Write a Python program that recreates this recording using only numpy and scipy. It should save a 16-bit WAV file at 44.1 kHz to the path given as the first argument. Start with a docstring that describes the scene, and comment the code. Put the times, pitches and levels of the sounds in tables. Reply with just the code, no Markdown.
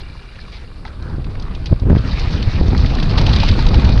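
"""A mountain bike gathers speed down a dirt trail, heard from a camera on the rider's chest.
At first the chain whirrs on its sprockets, grass brushes past and the tyres crunch softly over grit.
After a second the wind rumble swells and eddies buffet the microphone, while pebbles pop and gravel ticks.
From two seconds the grit hisses louder; from three, rough ground sets chain, cables and frame rattling.
Throughout, the camera's housing dulls the treble of the bike."""
import sys
import numpy as np
from scipy import signal
from scipy.fft import rfft, irfft
from scipy.io import wavfile
from scipy.ndimage import uniform_filter1d

SR = 44100
rng = np.random.default_rng(int(sys.argv[2]) if len(sys.argv) > 2 else 0)


def to_wav(sig):
    """Store sig (one row per channel, or 1-D mono) as 16-bit WAV at the path in sys.argv[1].

    Samples outside -1..1 are clipped; the rate is SR.
    """
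    pcm = np.clip(np.atleast_2d(sig), -1, 1) * 32767
    pcm = np.round(pcm).astype(np.int16)
    wavfile.write(sys.argv[1], SR, pcm.T)  # frames by channels


N = 176400

# Envelopes of wind, tyre crunch, hiss of grit and grass, and chain whirr (time [s], level [dB])
WIND_LEVEL = [(0, -28), (.27, -34.5), (.7, -30.5), (.97, -27.5), (1.05, -22), (1.8, -22), (2.0, -16.5),
              (2.1, -17), (2.55, -15.5), (2.75, -12), (2.89, -13), (2.96, -12), (3.55, -11.5), (3.95, -9),
              (4, -11)]
CRUNCH_LEVEL = [(0, -46), (.8, -45), (1.0, -42.5), (1.12, -40.5), (1.27, -43.5), (1.42, -37), (1.6, -42.5),
                (1.86, -39), (1.98, -33.5), (2.6, -34.5), (3.1, -31), (3.22, -25), (3.55, -30), (4, -29)]
HISS_LEVEL = [(0, -48), (.6, -42), (.71, -50), (1.1, -48), (1.5, -46), (1.88, -47.5), (1.95, -44.5),
              (2.09, -30.5), (2.35, -31.5), (2.66, -34.5), (2.88, -31), (3.13, -30.5), (3.36, -24.5),
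              (3.6, -30), (3.8, -30), (4, -32)]
WHIRR_LEVEL = [(0, -48), (.42, -48.5), (.95, -61), (1.3, -70)]
# Gusts on the microphone, grass on the bike, sideways tyre slips (time [s], duration [s], level [dB])
BUFFETS = [(1.13, 0.063, -28), (1.714, 0.018, -6.5), (1.821, 0.015, -11.5), (1.855, 0.11, -11),
           (2.608, 0.0066, -8.5), (2.725, 0.025, -14.5)]
SWISHES = [(.004, 0.015, -35.5), (.525, 0.053, -39), (.856, 0.025, -39.5), (1.98, 0.0092, -30),
           (2.327, 0.016, -28), (3.179, 0.012, -17), (3.332, 0.0077, -17.5), (3.402, 0.0047, -17.5),
           (3.487, 0.0097, -20.5)]
SCUFFS = [(.88, 0.026, -46.5), (1.03, 0.11, -44), (1.97, 0.094, -41)]
# Single eddies at the microphone, blunt and sharp (time [s], level [dB])
THUMPS = [(1.184, -15), (1.718, -15), (1.7285, -3), (1.905, -2.5), (1.917, -3), (1.9305, -3), (1.953, -5.5),
          (1.969, -4), (2.6135, -4.5), (2.684, -10), (2.7325, -7.5)]
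SNAPS = [(1.8997, -7.5), (1.92, -14), (1.952, -7), (2.613, -19), (2.731, -12)]
# Impacts: chain and cable slaps, frame knocks, flicked pebbles, gravel (time [s], level [dB])
SLAPS = [(1.243, -27.5), (1.549, -22), (1.658, -17.5), (1.667, -24), (2.194, -20.5), (2.426, -16),
         (2.86, -16), (2.999, -16.5), (3.027, -13), (3.181, -10), (3.265, -8.5), (3.292, -13.5),
         (3.362, -9), (3.386, -18), (3.431, -12), (3.487, -10), (3.513, -15), (3.59, -18.5), (3.665, -12.5),
         (3.685, -22), (3.742, -10.5), (3.776, -18), (3.796, -16.5), (3.845, -12), (3.89, -12.5),
         (3.976, -19)]
KNOCKS = [(.853, -26), (3.178, -16), (3.21, -16.5), (3.28, -15.5), (3.335, -19), (3.431, -8.5),
          (3.589, -14), (3.663, -18.5), (3.74, -16.5), (3.818, -17.5), (3.868, -20), (3.89, -15.5)]
PEBBLES = [(.391, -34), (.852, -25.5), (.878, -33), (1.354, -29), (1.904, -26.5), (1.961, -23.5),
           (2.749, -19.5), (2.846, -24), (2.986, -22.5), (3.432, -20), (3.853, -29), (3.976, -24.5)]
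GRAVEL = [(1.024, -27.5), (1.397, -22), (1.423, -23.5), (1.658, -22), (1.797, -24.5), (2.194, -13),
          (2.777, -11.5), (2.95, -13), (3.213, -11), (3.687, -13.5), (3.754, -18)]
# Modes of chain and cables, frame, brake disc and sprockets (frequency [Hz], level [dB], T60 [s])
CHAIN_MODES = [(2450, -16, 0.17), (2860, -15.5, 0.045), (3390, -14, 0.059), (3536, -10, 0.043),
               (3670, -7, 0.054), (3930, -3, 0.031), (4345, -2.5, 0.023), (4760, -2.5, 0.03),
               (5400, -4.5, 0.012)]
FRAME_MODES = [(640, -8.5, 0.028), (794, 6, 0.014), (903, 3.5, 0.048), (1140, -9, 0.024), (1370, -6, 0.015)]
DISC_MODES = [(3860, -27, .25), (3970, -18, 0.084)]
SPROCKET_MODES = [(1386, -5.5, 0.025), (1686, -2.5, 0.02), (2340, -3, 0.039), (2824, -5, 0.032),
                  (3900, -7, 0.0083), (3980, 0.5, 0.009), (4700, -5.5, 0.0073)]
# Spectral densities of the noise sources (frequency [Hz], relative level [dB])
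WIND_SPECTRUM = [(18, 1), (33, 0.5), (70, -2), (125, -8.5), (220, -17.5), (400, -28), (800, -40),
                 (1600, -67)]
BUFFET_SPECTRUM = [(25, 0.5), (60, 7.5), (110, 6.5), (220, -12.5), (400, -16), (750, -36), (1500, -42),
                   (3000, -71)]
CRUNCH_SPECTRUM = [(150, 3), (400, -0.5), (700, -4.5), (1200, -3.5), (1700, -14), (2300, -15.5),
                   (3200, -27), (5000, -27.5)]
HISS_SPECTRUM = [(700, -33), (1500, 3.5), (2400, 2.5), (3100, 1.5), (4000, -5), (4700, 7), (6300, -1.5),
                 (8000, 6.5), (12000, -16.5)]
PEBBLE_SPECTRUM = [(300, -14.5), (700, -5), (1300, 2), (1900, 6), (2700, -26), (5000, -10)]
SWISH_SPECTRUM = [(900, -7.5), (2000, -8), (3000, -7), (4200, 5.5), (6000, -4.5), (12000, -4)]
SCUFF_SPECTRUM = [(600, -26), (1000, -5), (1400, 11), (1750, -15), (2300, -24)]
MIC_SPECTRUM = [(5000, -19.5), (7200, -5.5), (9000, -4.5), (10500, -2), (11800, -0.5), (14000, -24)]


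def wind():
    """Turbulence: pressure fluctuations at the microphone grow and brighten with flow speed."""
    crossover_hz, flutter_db = 71.3, 1.9
    force = envelope(WIND_LEVEL)
    air = steady(shaped_noise(WIND_SPECTRUM, flicker_db=1.8), window_s=0.1)
    deep = butter(air, crossover_hz, "low", order=3)
    upper = butter(air, crossover_hz, "high", order=3) * (force / force.mean()) ** 0.17
    rumble = (deep + upper) * force * from_db(flutter_db * drift(rate_hz=39))
    gusts = steady(shaped_noise(BUFFET_SPECTRUM), window_s=0.022)
    return rumble + thumps() + snaps() + gusts * swells(BUFFETS, attack_s=0.0029, release_s=0.0031)


def thumps():
    """Bipolar pulses: each eddy sucks, then flips steeply to pressure and dies away."""
    edge_s, decay_s = 0.0008, 0.0015
    t = np.arange(-SR // 50, SR // 50) / SR
    pulse = np.tanh(t / edge_s) * np.exp(-np.abs(t) / decay_s)
    return signal.fftconvolve(impulses(THUMPS), pulse / pulse.max(), "same")


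def snaps():
    """Pressure transients: the hardest eddies make spikes so brief that their spectrum is broad."""
    rise_s = 0.00032
    age = np.arange(SR // 100) / SR / rise_s
    spikes = signal.fftconvolve(impulses(SNAPS), age * np.exp(1 - age))[:N]
    return butter(spikes, 6000, "low", order=1)


def tyres():
    """Shot noise: countless grain impacts merge into crunch and hiss, while single pebbles pop out."""
    uneven_ground = from_db(1.4 * drift(rate_hz=27))
    crunch = shaped_noise(CRUNCH_SPECTRUM, flicker_db=2.5, source=lambda: grit(per_s=900, share=0.54))
    hiss = shaped_noise(HISS_SPECTRUM, flicker_db=2.9, source=lambda: grit(per_s=2900, share=0.37))
    pops = shaped_noise(PEBBLE_SPECTRUM) * decay(impulses(PEBBLES), decay_s=0.0035)
    return crunch * envelope(CRUNCH_LEVEL) + hiss * envelope(HISS_LEVEL) * uneven_ground + pops


def grit(per_s, share):
    """Poisson process: clicks of uneven size carry a share of the power, smooth noise the rest."""
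    spread_db = 8.5
    sizes = from_db(spread_db * np.minimum(rng.exponential(1, N), 4)) * rng.choice([-1, 1], N)
    grains = unit_rms(sizes * arrivals(per_s))
    return np.sqrt(share) * grains + np.sqrt(1 - share) * rng.standard_normal(N)


def chain():
    """Impact excitation: each slap of chain or cable gives a broadband crack and a metallic rattle."""
    blows = impulses(SLAPS)
    contact = crack(blows, band_hz=[2220, 9100], decay_s=0.0043)
    metal = rattle(blows, CHAIN_MODES, decay_s=0.015, contacts_per_s=730)
    return from_db(-0.5) * contact + from_db(-14) * metal


def frame():
    """Free vibration: bumps excite the hollow frame and leave a brake disc ringing faintly."""
    blows = impulses(KNOCKS)
    knocks = rattle(blows, FRAME_MODES, decay_s=0.0068, contacts_per_s=970)
    return from_db(-6.5) * knocks + ring(blows, DISC_MODES)


def gravel():
    """Brief contact: small stones striking the bike radiate thin, high ticks."""
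    return crack(impulses(GRAVEL), band_hz=[3700, 8300], decay_s=0.0036)


def grass():
    """Friction noise: blades brush the bike in short, bright swishes."""
    return shaped_noise(SWISH_SPECTRUM) * swells(SWISHES, attack_s=0.0037, release_s=0.0041)


def scuffs():
    """Sliding friction: rubber slips on hard dirt with a soft, narrow-band scrape."""
    return shaped_noise(SCUFF_SPECTRUM) * swells(SCUFFS, attack_s=0.025, release_s=0.035)


def drivetrain():
    """Quasi-periodic forcing: each link meeting a sprocket drives its modes with a burst of noise."""
    links_per_s, jitter_s, floor = 31, 0.0024, 0.17
    link_times = np.arange(0, N / SR, 1 / links_per_s)
    link_times += jitter_s * rng.standard_normal(N)[:len(link_times)]
    bursts = floor + decay(impulses([(s, 0) for s in link_times]), decay_s=0.0041)
    return unit_rms(ring(bursts * rng.standard_normal(N), SPROCKET_MODES)) * envelope(WHIRR_LEVEL)


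def chatter():
    """Random excitation: light contacts keep the loose chain jingling, in step with the hiss of grit."""
    contacts = arrivals(per_s=350) * rng.standard_normal(N)
    return from_db(-6) * ring(contacts * envelope(HISS_LEVEL), CHAIN_MODES)


def housing(x):
    """Transmission loss: the camera's shell shuts out the treble, apart from a small leak."""
    corner_hz, steep_hz, leak_db, leak_top_hz = 4506, 6370, -32, 9930
    hz = np.arange(N + 1) * SR / (2 * N)
    shell_power = 1 / (1 + (hz / corner_hz) ** 10) / (1 + (hz / steep_hz) ** 24)
    leak_power = from_db(leak_db) ** 2 / (1 + (hz / leak_top_hz) ** 14)
    return irfft(rfft(x, 2 * N) * np.sqrt(shell_power + leak_power))[:N]


def crack(blows, band_hz, decay_s, attack_s=0.00094):
    """Impact noise: each blow releases a band-limited burst that rises fast and decays."""
    noise = unit_rms(butter(rng.standard_normal(N), band_hz, "band"))
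    return noise * (decay(blows, decay_s) - decay(blows, attack_s))


def rattle(blows, modes, decay_s, contacts_per_s):
    """Rebound: each blow and a dying run of loose contacts after it excite the modes."""
    rebounds = decay(blows, decay_s) * arrivals(contacts_per_s) * rng.uniform(-0.94, 1, N)
    return ring(blows + rebounds, modes)


def ring(drive, modes):
    """Modal superposition: damped resonators add, each struck with a random strength of its own."""
    out = np.zeros(N)
    for k, (hz, db, t60) in enumerate(modes):
        radius, angle = from_db(-60 / (t60 * SR)), 2 * np.pi * hz / SR
        force = drive * rng.uniform(0.25, 1.23, N) + 1e-18
        mode = signal.lfilter([0, np.sin(angle)], [1, -2 * radius * np.cos(angle), radius ** 2], force)
        out += (-1) ** k * from_db(db) * mode
    return out


def shaped_noise(spectrum, flicker_db=0, source=None):
    """Spectral shaping: noise or a source is weighted in third-octave bands that may flicker; rms 1."""
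    hz, db = np.transpose(spectrum)
    edges = 16 * 2 ** (np.arange(30) / 3)
    feeds = [rng.standard_normal(N) if source is None else source() for _ in range(2)]
    out = np.zeros(N)
    for k, (low, high) in enumerate(zip(edges, edges[1:])):
        centre = np.sqrt(low * high)
        if hz[0] / 2 < centre < hz[-1] * 2:
            feed = feeds[k % 2]  # independent neighbours add in power
            padded = np.concatenate([feed[-SR // 4:], feed])  # lets the filter settle
            band_db = np.interp(np.log(centre), np.log(hz), db)
            flicker = flicker_db * drift(rate_hz=10.9) if flicker_db else 0
            out += from_db(band_db + flicker) * butter(padded, [low, high], "band")[-N:]
    return unit_rms(out)


def drift(rate_hz):
    """Random modulation: low-passed noise of unit rms."""
    step, settle = 40, 2000
    pole = np.exp(-2 * np.pi * rate_hz * step / SR)
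    noise = rng.standard_normal(N // step + settle + 2)
    slow = signal.lfilter([1], [1, -2 * pole, pole ** 2], noise)[settle:]
    return np.interp(np.arange(N) / step, np.arange(len(slow)), unit_rms(slow))


def steady(x, window_s):
    """Division by the running rms removes slow swings of level."""
    return x / np.sqrt(uniform_filter1d(x ** 2, int(window_s * SR)) + 1e-9)


def swells(rows, attack_s, release_s):
    """Exponential rise, hold and exponential fall for each (time [s], duration [s], level [dB])."""
    t = np.arange(N) / SR
    return sum(
        from_db(db) * np.exp(np.minimum(t - s, 0) / attack_s - np.maximum(t - s - hold, 0) / release_s)
        for s, hold, db in rows)


def arrivals(per_s):
    """Independent random events at a mean rate."""
    return rng.random(N) < per_s / SR


def impulses(rows):
    """One impulse for each (time [s], level [dB])."""
    times, db = np.transpose(rows)
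    return np.bincount(np.clip(times * SR, 0, N - 1).astype(int), from_db(db), N)


def decay(clicks, decay_s):
    """Each impulse starts an exponential decay."""
    return signal.lfilter([1], [1, -np.exp(-1 / (decay_s * SR))], clicks + 1e-18)


def envelope(rows):
    """Gain interpolated through (time [s], level [dB])."""
    return from_db(np.interp(np.arange(N) / SR, *np.transpose(rows)))


def butter(x, hz, kind, order=2):
    """Causal Butterworth filter."""
    sections = signal.butter(order, np.clip(hz, 10, 0.45 * SR), kind, fs=SR, output="sos")
    return signal.sosfilt(sections, x + 1e-18)


def unit_rms(x):
    """Normalisation to unit power."""
    return x / np.sqrt(np.mean(x ** 2) + 1e-20)


def from_db(db):
    """Decibels to amplitude ratio."""
    return 10 ** (np.asarray(db) / 20)


def scene():
    """Superposition: the bike is heard through the housing; the wind strikes the microphone directly."""
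    bike = tyres() + gravel() + scuffs() + grass() + drivetrain() + chain() + chatter() + frame()
    return (wind() + housing(bike))[None]


def record(dry):
    """Self-noise, saturation and bandwidth: the microphone hisses, rounds strong peaks and cuts the top."""
    hiss_db, hiss_top_hz, cutoff_hz = -64, 9930, 15700
    noisy = dry + butter(from_db(hiss_db) * shaped_noise(MIC_SPECTRUM), hiss_top_hz, "low", order=7)
    saturated = noisy / (1 + noisy ** 8) ** (1 / 8)
    return butter(saturated, cutoff_hz, "low", order=12)


dry = scene()
out = record(dry)
to_wav(out)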